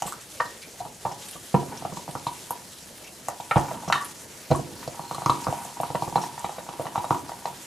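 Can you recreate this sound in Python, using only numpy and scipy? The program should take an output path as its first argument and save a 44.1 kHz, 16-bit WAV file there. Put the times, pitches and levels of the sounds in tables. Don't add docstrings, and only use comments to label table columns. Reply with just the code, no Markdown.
import sys
import numpy as np
from scipy import signal
from scipy.io import wavfile

SR = 44100
rng = np.random.default_rng(int(sys.argv[2]) if len(sys.argv) > 2 else 0)


def gain_from_db(level_db):
    decades = np.asarray(level_db, float) / 20
    return 10 ** decades


def store_wav(level_fs):
    pcm = np.round(np.clip(np.atleast_2d(level_fs), -1, 1) * 32767)
    wavfile.write(sys.argv[1], SR, pcm.T.astype(np.int16))


N = 337799


def rms_one(x):
    return x / np.sqrt(np.mean(x ** 2) + 1e-20)


def peak_one(x):
    return x / (np.abs(x).max() + 1e-20)


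def at_hz(points, hz):
    table_hz, value = np.array(points).T
    return np.interp(np.log(hz), np.log(table_hz), value)


def band(x, low_hz, high_hz):
    edges_hz = [low_hz, min(high_hz, .45 * SR)]
    return signal.sosfilt(signal.butter(2, edges_hz, "band", fs=SR, output="sos"), x)


def resonate(x, hz, width_hz):
    r = np.exp(-np.pi * width_hz / SR)
    feedback = [1, -2 * r * np.cos(2 * np.pi * hz / SR), r * r]
    return signal.lfilter([(1 - r * r) / 2, 0, (r * r - 1) / 2], feedback, x)


def drift(rate_hz):
    r = np.exp(-80 * np.pi * rate_hz / SR)
    slow = signal.lfilter([1], [1, -2 * r, r * r], rng.standard_normal(N // 40 + 2002))
    slow = slow[2000:]
    return np.interp(np.arange(N) / 40, np.arange(len(slow)), rms_one(slow - slow.mean()))


def burst(sound, length_ms):
    x = np.arange(len(sound)) / SR / (max(length_ms, .3) / 1000)
    return sound * np.sqrt(x) * np.exp(-x * 2.15)


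def add(track, s, sound):
    i = max(round(s * SR), 0)
    track[i:i + len(sound)] += sound[:N - i]


THUMP_DB = -13

# t/s, level/dB, sharpness/dB, air column f/Hz, burn time/ms
FLASHES = [(0.0216, -17, 9.5, 840, 3.4), (0.055, -31, -11, 810, 6), (0.074, -30.5, 14, 1150, 8.5),
           (0.1237, -26, 14, 1250, 0.96), (0.4008, -14.5, 18.5, 1070, 6.9), (0.403, -22, 13, 610, 10),
           (0.45, -37, -7, 604, 10), (0.8034, -25.5, 5.5, 718, 19), (0.812, -31, 6, 870, 7.9),
           (0.851, -27, 4, 840, 13), (0.858, -33, 0, 674, 7.1), (1.0518, -16, 7, 828, 8.1),
           (1.053, -26, 8, 573, 17), (1.062, -22.5, 7, 917, 29), (1.114, -26, 11, 817, 13),
           (1.3546, -35.5, -8, 584, 7.8), (1.357, -40.5, 4, 1150, 21), (1.5422, -17, -18.5, 655, 2.7),
           (1.547, -12, 4, 945, 12), (1.628, -28, 8, 720, 9.4), (1.722, -32, 16, 830, 21),
           (1.8236, -25.5, -2, 750, 1.3), (1.851, -18.5, 2, 743, 3.5), (1.923, -29, -12.5, 810, 2.8),
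           (1.971, -27, -7, 960, 3.4), (2.079, -27.5, -4, 840, 0.91), (2.09, -30.5, -11, 700, 1.2),
           (2.153, -18, -2, 850, 1.2), (2.2679, -15, 3.5, 960, 2.5), (2.5073, -17, 11, 900, 2.8),
           (2.509, -32.5, 2, 564, 3.2), (3.285, -15.5, 11.5, 840, 2.3), (3.287, -30.5, 1, 553, 6),
           (3.3, -30.5, 13, 896, 25), (3.4007, -22, 8.5, 860, 3.7), (3.511, -11, 18, 860, 5.2),
           (3.512, -21.5, 9, 577, 4.8), (3.513, -24, 19, 2150, 4.9), (3.5586, -9, 5, 806, 2.3),
           (3.5612, -16.5, -16.5, 654, 5.6), (3.568, -8.5, 9, 880, 17), (3.713, -21, 13, 644, 6.4),
           (3.835, -28, 6.5, 790, 1.6), (3.878, -24, -7.5, 760, 3.6), (3.901, -10, 9, 770, 0.18),
           (3.925, -12, 20, 1150, 3.6), (3.93, -24, 16, 1860, 4.9), (3.942, -21, 6, 1840, 4.4),
           (3.955, -17.5, 5, 1110, 8.1), (3.97, -28, 12, 1826, 19), (4.005, -29.5, 15, 1150, 42),
           (4.504, -23, -13, 653, 14.4), (4.5135, -10, 6, 625, 2.9), (4.517, -17.5, -17, 980, 4.7),
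           (4.548, -21, 10, 1080, 11), (4.59, -30, -8, 694, 17), (4.828, -30, 15, 1000, 5),
           (4.8772, -21, -2.5, 604, 1.9), (4.9947, -20.5, 2, 820, 1.5), (5.112, -17, 3, 866, 0.5),
           (5.1453, -28, -3, 1145, 7.8), (5.1825, -21, 1, 850, 1.2), (5.2202, -18.5, 10, 830, 0.41),
           (5.261, -10, -2, 1080, 1.6), (5.296, -5.5, 1.5, 1085, 2.6), (5.313, -23.5, 6, 1075, 26),
           (5.4686, -13.5, -3, 1020, 0.34), (5.4821, -21, -7, 760, 10.4), (5.5266, -15, 8, 795, 1.1),
           (5.6519, -24.5, 9, 790, 3), (5.77, -26.5, 12, 905, 5.3), (5.8017, -14, 5.5, 690, 2),
           (5.8334, -15, 5, 940, 0.98), (5.903, -22, -4, 850, 1.7), (5.949, -12.5, -0.5, 590, 1.05),
           (5.953, -15.5, 15, 990, 5.2), (6.0228, -14, 1, 850, 2.2), (6.0774, -22.5, -6, 850, 4.1),
           (6.1248, -25.5, -5, 860, 3.1), (6.157, -5.5, 5, 850, 5.7), (6.171, -18, 8, 867, 7.9),
           (6.1815, -18, -3, 930, 1.5), (6.2373, -19, 11.5, 910, 4.5), (6.3782, -22.5, 14, 870, 8),
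           (6.4448, -15, 3, 850, 2.3), (6.4933, -23, 13, 820, 3), (6.583, -24.5, -2, 580, 2.3),
           (6.6899, -21.5, 3, 850, 0.56), (6.737, -27.5, 6, 895, 2.9), (6.797, -18, -1.5, 546, 1),
           (6.812, -24, 6, 600, 1.2), (6.856, -21, 2, 780, 1), (6.868, -20.5, 13, 960, 1.6),
           (6.953, -26, 3, 850, 1.6), (6.9575, -12, 8.5, 860, 1.1), (6.978, -14, 2, 900, 3.5),
           (7.044, -16.5, 8, 830, 0.26), (7.108, -6, 0, 884, 0.48), (7.125, -23, 7, 946, 10),
           (7.146, -18, 1, 984, 4.4), (7.2943, -25, 12, 800, 0.47), (7.3184, -23, 12.5, 805, 4),
           (7.4557, -15.5, 11, 854, 0.9), (7.479, -25.5, 6, 890, 2.6)]


def flashes():
    roar = 0.6
    out, span = np.zeros(N), 4000
    t = np.arange(span) / SR
    for (s, db, sharp_db, hz, burn_ms), noise in zip(FLASHES, rng.standard_normal((len(FLASHES), span))):
        fire = burst(noise, burn_ms)
        upper_db = -36 + 1.866 * sharp_db

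        width_hz = 180.0 + 210.0 * gain_from_db(upper_db) + 72.0 / burn_ms
        pulsing = burst(np.sin(2 * np.pi * hz * t), 0.43 * burn_ms)
        column = peak_one(resonate(pulsing, hz, width_hz))
        column += (roar + 2.3 * gain_from_db(upper_db)) * peak_one(resonate(fire, hz, 1.47 * width_hz))
        column = band(column, 0.67 * hz, max(1.17 * hz, 1300.0))
        column = peak_one(band(column, 0.35 * hz, 2.5 * hz))

        upper = 1.25 * resonate(resonate(fire, 1040.0, 430.0), 1230.0, 450.0)
        upper += 1.18 * resonate(resonate(fire, 1880.0, 200.0), 1700.0, 300.0)
        upper = peak_one(band(upper, 820.0, 3260.0))
        add(out, s - .0012, gain_from_db(db - 1.0) * (column + gain_from_db(upper_db + 3.0) * upper))

        crack = peak_one(band(burst(noise, min(burn_ms, 1.5)), 1420.0, 3360.0))
        add(out, s - .0003, gain_from_db(db - 19.5 + 0.22 * sharp_db) * crack)

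        swell_s = 0.00071 + burn_ms / 3500
        push_hz = 133.0 + 130.0 / max(burn_ms, 1)
        push = peak_one(np.sin(2 * np.pi * push_hz * t) * np.sqrt(t) * np.exp(-t / swell_s))
        push += 0.48 * peak_one(band(fire, 228.5, 361.0))
        push += 1.02 * peak_one(resonate(resonate(fire, 526.0, 195.0), 664.0, 430.0))
        push += 0.37 * peak_one(band(fire, 85.5, 155.0))
        push += 0.066 * min(burn_ms, 9.0) * peak_one(band(fire, 42.4, 111.0))
        add(out, s + 0.00046, gain_from_db(db + THUMP_DB - sharp_db) * push)
    return out


def aftermath(db, rise_s, fall_s):
    flash_s = np.array(FLASHES)[:, 0]
    age = np.maximum(np.arange(0, N + 64, 64)[:, None] / SR - flash_s, 0)
    power = gain_from_db(2 * db) * (1 - np.exp(-age / rise_s)) * np.exp(-age / fall_s)
    return np.interp(np.arange(N) / 64, np.arange(len(age)), np.sqrt(power.sum(axis=1)))


def flutter():
    flash_db, sharp_db = np.transpose(FLASHES)[1:3]
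    noise = rms_one(band(rng.standard_normal(N), 90.0, 317.0)) * gain_from_db(drift(28))
    return aftermath(flash_db + THUMP_DB - sharp_db - 23.5, rise_s=0.013, fall_s=0.12) * noise


# t/s, level/dB (they peak 8 dB below it), centre f/Hz, length/ms
NOISE_SPRAYS = [(0.022, -22, 2900, 3.8), (0.061, -21, 7600, 44), (0.067, -29, 11700, 36),
                (0.46, -28, 4030, 8), (0.618, -27, 4730, 13), (0.62, -27.5, 2330, 36),
                (0.797, -29.5, 3850, 8.9), (1.223, -32.5, 3900, 16), (1.287, -31, 3500, 10),
                (1.325, -30, 3120, 25), (2.719, -37, 3780, 20), (2.785, -33, 3600, 7.9),
                (3.04, -30.5, 2560, 16), (3.042, -30, 5600, 10), (3.071, -31, 2630, 17),
                (6.691, -28, 3000, 6), (6.868, -30, 2800, 6.8), (1.118, -26, 5300, 9.0),
                (1.284, -20.5, 8400, 11), (1.311, -20, 9800, 4.5), (1.7725, -24, 5500, 10),
                (2.11, -24, 8400, 6.9), (2.266, -23.5, 3880, 19), (3.405, -25, 3430, 5.2),
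                (3.882, -20.5, 5500, 12), (3.926, -7, 3770, 2.3), (3.945, -24, 3830, 41),
                (3.925, -11.5, 2660, 2.4), (4.046, -23, 9850, 21), (4.509, -18.5, 4030, 13),
                (4.876, -21.5, 4800, 5.6), (5.111, -27, 4130, 5.4), (5.145, -25, 4070, 10),
                (5.245, -28, 4100, 3.3), (5.2605, -10.5, 4070, 1.3), (5.297, -15, 4030, 6.6),
                (5.331, -27, 4100, 4.2), (5.441, -20, 4940, 6.6), (6.1584, -20, 4070, 5.4),
                (6.215, -21.5, 5500, 33), (6.442, -31, 2430, 5), (6.98, -31, 2800, 8.9),
                (7.105, -27, 4800, 4.4), (7.106, -25, 2870, 4), (7.457, -22.5, 4530, 2.6)]


def sprays():
    out, span = np.zeros(N), 4000
    noises = rng.standard_normal((len(NOISE_SPRAYS), span))
    for (s, db, hz, length_ms), noise in zip(NOISE_SPRAYS, noises):
        spray = burst(noise, length_ms)
        coloured = resonate(resonate(spray, hz, 0.12 * hz), hz, 0.76 * hz)
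        coloured += 0.31 * band(spray, 1900.0, 7900.0)
        add(out, s - .0006, gain_from_db(db - 8.0) * peak_one(coloured))
    return out


# t/s, level/dB (clicks peak 0.5 dB above it), centre f/Hz
SHARP_CLICKS = [(0.022, -19, 8100), (0.0735, -25, 8100), (0.0738, -28, 11500), (2.5064, -18, 11200),
                (6.585, -35, 1720), (6.69, -45, 1900), (6.855, -38, 3450), (7.456, -27.5, 2520),
                (0.1234, -24, 7600), (0.406, -28, 4200), (1.5463, -32, 7950), (1.547, -30, 2750),
                (2.507, -18.5, 9100), (3.2843, -15, 8200), (3.5813, -22, 7000), (3.597, -24, 7900),
                (3.562, -28, 2270), (3.9255, -22, 6330), (3.9243, -17, 2730), (3.9256, -24, 4750),
                (4.046, -22.5, 10100), (4.5588, -23, 9000), (5.147, -25, 9800), (5.331, -39, 8030),
                (5.649, -26, 7520), (5.8125, -23, 9000), (5.95, -35, 1980), (6.394, -23.5, 8100),
                (6.4465, -32, 2340), (6.958, -48, 2450), (7.108, -51, 1950)]


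def clicks():
    out, span = np.zeros(N), 300
    for (s, db, hz), noise in zip(SHARP_CLICKS, rng.standard_normal((len(SHARP_CLICKS), span))):
        click = peak_one(band(burst(noise, 0.15), 0.81 * hz, 1.235 * hz))
        add(out, s + 0.00042, gain_from_db(db + 0.5) * click)
    return out


# t/s, level/dB, f/Hz
GLASS_PINGS = [(3.945, -26.5, 3700), (5.298, -27.5, 4020), (6.16, -31.5, 4090), (6.237, -38, 3950),
               (6.446, -36.5, 3860), (6.495, -42, 3830), (6.586, -37.5, 3810), (6.982, -38, 3850),
               (7.046, -36, 3800)]


def pings():
    t60_s = 0.042
    out, t = np.zeros(N), np.arange(4000) / SR
    for s, db, hz in GLASS_PINGS:
        fade = gain_from_db(db - 60 * t / t60_s) * (1 - np.exp(-t / 0.0027))
        add(out, s, fade * np.sin(2 * np.pi * hz * t))
    return out


# t/s, f/Hz, level/dB
SINKING_WHISTLE = [(4.8, 4600, -91), (4.899, 4500, -73.5), (5.05, 4250, -54), (5.2, 4120, -60),
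                   (5.35, 4020, -69), (5.5, 3880, -85)]


def whistle():
    s, hz, db = np.transpose(SINKING_WHISTLE)
    t = np.arange(N) / SR
    level = gain_from_db(np.interp(t, s, db, left=-200, right=-200))
    sine = np.sin(2 * np.pi * np.cumsum(np.interp(t, s, hz)) / SR)
    return level * np.sqrt(2) * drift(60.0) * sine


# t/s, calm fizz level/dB, crackle level/dB of the standing flame
SLOW_LEVELS = [(0.0, -43.5, -65), (0.15, -46.5, -80), (0.6, -45.5, -87), (0.95, -48.5, -88),
               (1.3, -43.5, -96), (1.7, -45.5, -44), (2.0, -45, -68), (2.45, -43.5, -57), (2.7, -47, -66),
               (3.3, -46, -79), (3.6, -46, -37), (4.2, -45, -66), (4.7, -44.5, -57), (5.2, -44.5, -49),
               (5.55, -42.5, -43), (5.8, -43.5, -56.5), (6.8, -46, -48), (7.35, -45, -51), (7.66, -44, -60)]


def slow_levels():
    s, fizz_db, crackle_db = np.transpose(SLOW_LEVELS)
    t = np.arange(N) / SR
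    return gain_from_db(np.interp(t, s, fizz_db)), gain_from_db(np.interp(t, s, crackle_db))


def crackle(per_s):
    sizes = gain_from_db(7.3 * np.minimum(rng.exponential(1, N), 2)) * rng.choice([-1, 1], N)
    ignitions = sizes * (rng.random(N) < per_s / SR) + 1e-18
    return rms_one(band(resonate(ignitions, 900.0, 120.0), 500.0, 3250.0))


# delay/ms, level/dB
FIRST_ECHOES = [(1.4, -43), (6.0, -9.5), (16.4, -14.5)]


def echoes(x, extra_db=0):
    out = x.copy()
    for ms, db in FIRST_ECHOES:
        add(out, ms / 1000, gain_from_db(db + extra_db) * x)
    return out


# f/Hz, relative level/dB, time to fall 60 dB/s
LINGERING_TONES = [(144, -17, 0.012), (296, -43, 0.54), (460, -19, 0.038), (552, -12, 1),
                   (660, -16.5, 0.67), (850, -10, 0.74), (945, -5, 0.15), (972, -5, 0.27),
                   (1068, -25, 0.95), (1150, -20.5, 0.62), (1298, -20.5, 0.38), (1730, -24, 0.28),
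                   (1820, -17, 0.58), (1866, -9, 0.42), (2720, -11, 0.028), (4070, -4.5, 0.016)]


def lingering(x):
    out = 0
    for k, (hz, db, t60_s) in enumerate(LINGERING_TONES):
        width_hz = np.log(1000) / np.pi / t60_s
        out = out + (-1) ** k * gain_from_db(db) * resonate(x + 1e-18, hz, width_hz)
    return out


# f/Hz, time to fall 60 dB/s
ROOM_DECAY = [(100, 0.21), (300, 0.46), (800, 0.27), (2000, 0.31), (6000, 0.14)]


def room(x, gap_s=0.00037, width_db=-6.5):
    t = np.arange(SR // 2 + SR // 4) / SR
    noise, tail = rng.standard_normal((2, len(t))), 0
    for hz in 60 * 2 ** np.arange(8):
        tail = tail + band(noise, hz, 2 * hz) * gain_from_db(-60 * t / at_hz(ROOM_DECAY, hz * np.sqrt(2)))
    tail = tail * (1 - np.exp(-(t / gap_s) ** 2)) / np.sqrt(SR)
    mid, side = signal.fftconvolve(x[None], tail, axes=1)[:, :N]
    return mid + gain_from_db(width_db) * band(side, 180.0, 3800.0) * [[1], [-1]]


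# f/Hz, likeness (1 = same, 0 = unrelated)
LEFT_RIGHT_LIKENESS = [(60, .98), (400, .88), (1300, .55), (2400, .62), (4400, .74), (8000, .87),
                       (15000, .72)]


def banded_noise(spectrum, patchy_db, grain_db):
    out, together = 0, drift(19.4)
    lowest_hz, highest_hz = spectrum[0][0], spectrum[-1][0]
    edges = lowest_hz * 2 ** np.arange(0, np.log2(highest_hz / lowest_hz) + .4, .5)
    grain = gain_from_db(grain_db * np.minimum(rng.exponential(1, N), 5))
    white = rng.standard_normal((2, 2, N)) * grain
    for k, (low, high) in enumerate(zip(edges, edges[1:])):
        mid, side = band(white[k % 2], low, high)
        hz = np.sqrt(low * high)
        alike = np.clip(at_hz(LEFT_RIGHT_LIKENESS, hz), -1, 1)
        gain = gain_from_db(at_hz(spectrum, hz) + patchy_db * (0.77 * together + drift(9.1)))
        out = out + gain * (np.sqrt(1 + alike) * mid + np.sqrt(1 - alike) * side * [[1], [-1]])
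    return rms_one(out)


# f/Hz, relative level/dB per Hz
FIZZ_SPECTRUM = [(710, -45), (1200, -5), (1600, -3.5), (2200, -5), (2900, -4), (5000, -4), (8800, -1.5),
                 (11000, -11), (13300, -12), (15500, -12)]


def fizz(calm):
    flash_db = np.array(FLASHES)[:, 1]
    froth = aftermath(flash_db - 37, rise_s=0.0043, fall_s=0.039)
    return np.hypot(calm, froth) * banded_noise(FIZZ_SPECTRUM, patchy_db=1.34, grain_db=3.0)


# f/Hz, relative level/dB per Hz
HUM_SPECTRUM = [(15, -39), (25, -7.5), (142, 1), (278, -0.5), (371, -0.5), (486, -2), (743, -2.5),
                (1070, -18), (1350, -13), (1510, -18), (2500, -46), (3250, -51), (5500, -120)]


def hum():
    return gain_from_db(-50) * banded_noise(HUM_SPECTRUM, patchy_db=1.8, grain_db=0.5)


def scene():
    calm_fizz, crackle_level = slow_levels()
    pops = flashes() + whistle() + sprays() + pings() + crackle_level * crackle(per_s=200.0)
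    sharp = clicks()
    heard = echoes(pops) + echoes(sharp, extra_db=3.5)
    heard = heard + gain_from_db(13.5) * lingering(pops + sharp) + gain_from_db(20.0) * room(pops + sharp) + flutter()
    heard[0] -= 0.58 * signal.sosfilt(signal.butter(1, 200.0, fs=SR, output="sos"), heard[0])
    return heard + fizz(calm_fizz) + hum()


def band_limit(x):
    return signal.sosfilt(signal.butter(12, 15400, fs=SR, output="sos"), x)


def record(dry):
    dry = signal.sosfilt(signal.butter(1, 45.0, "high", fs=SR, output="sos"), dry)
    dry = signal.sosfilt(signal.cheby2(10, 60, 16000, fs=SR, output="sos"), dry)
    mix = 1.22 * np.tanh(dry / 1.198)
    return band_limit(mix)


dry = scene()
out = record(dry)
store_wav(out)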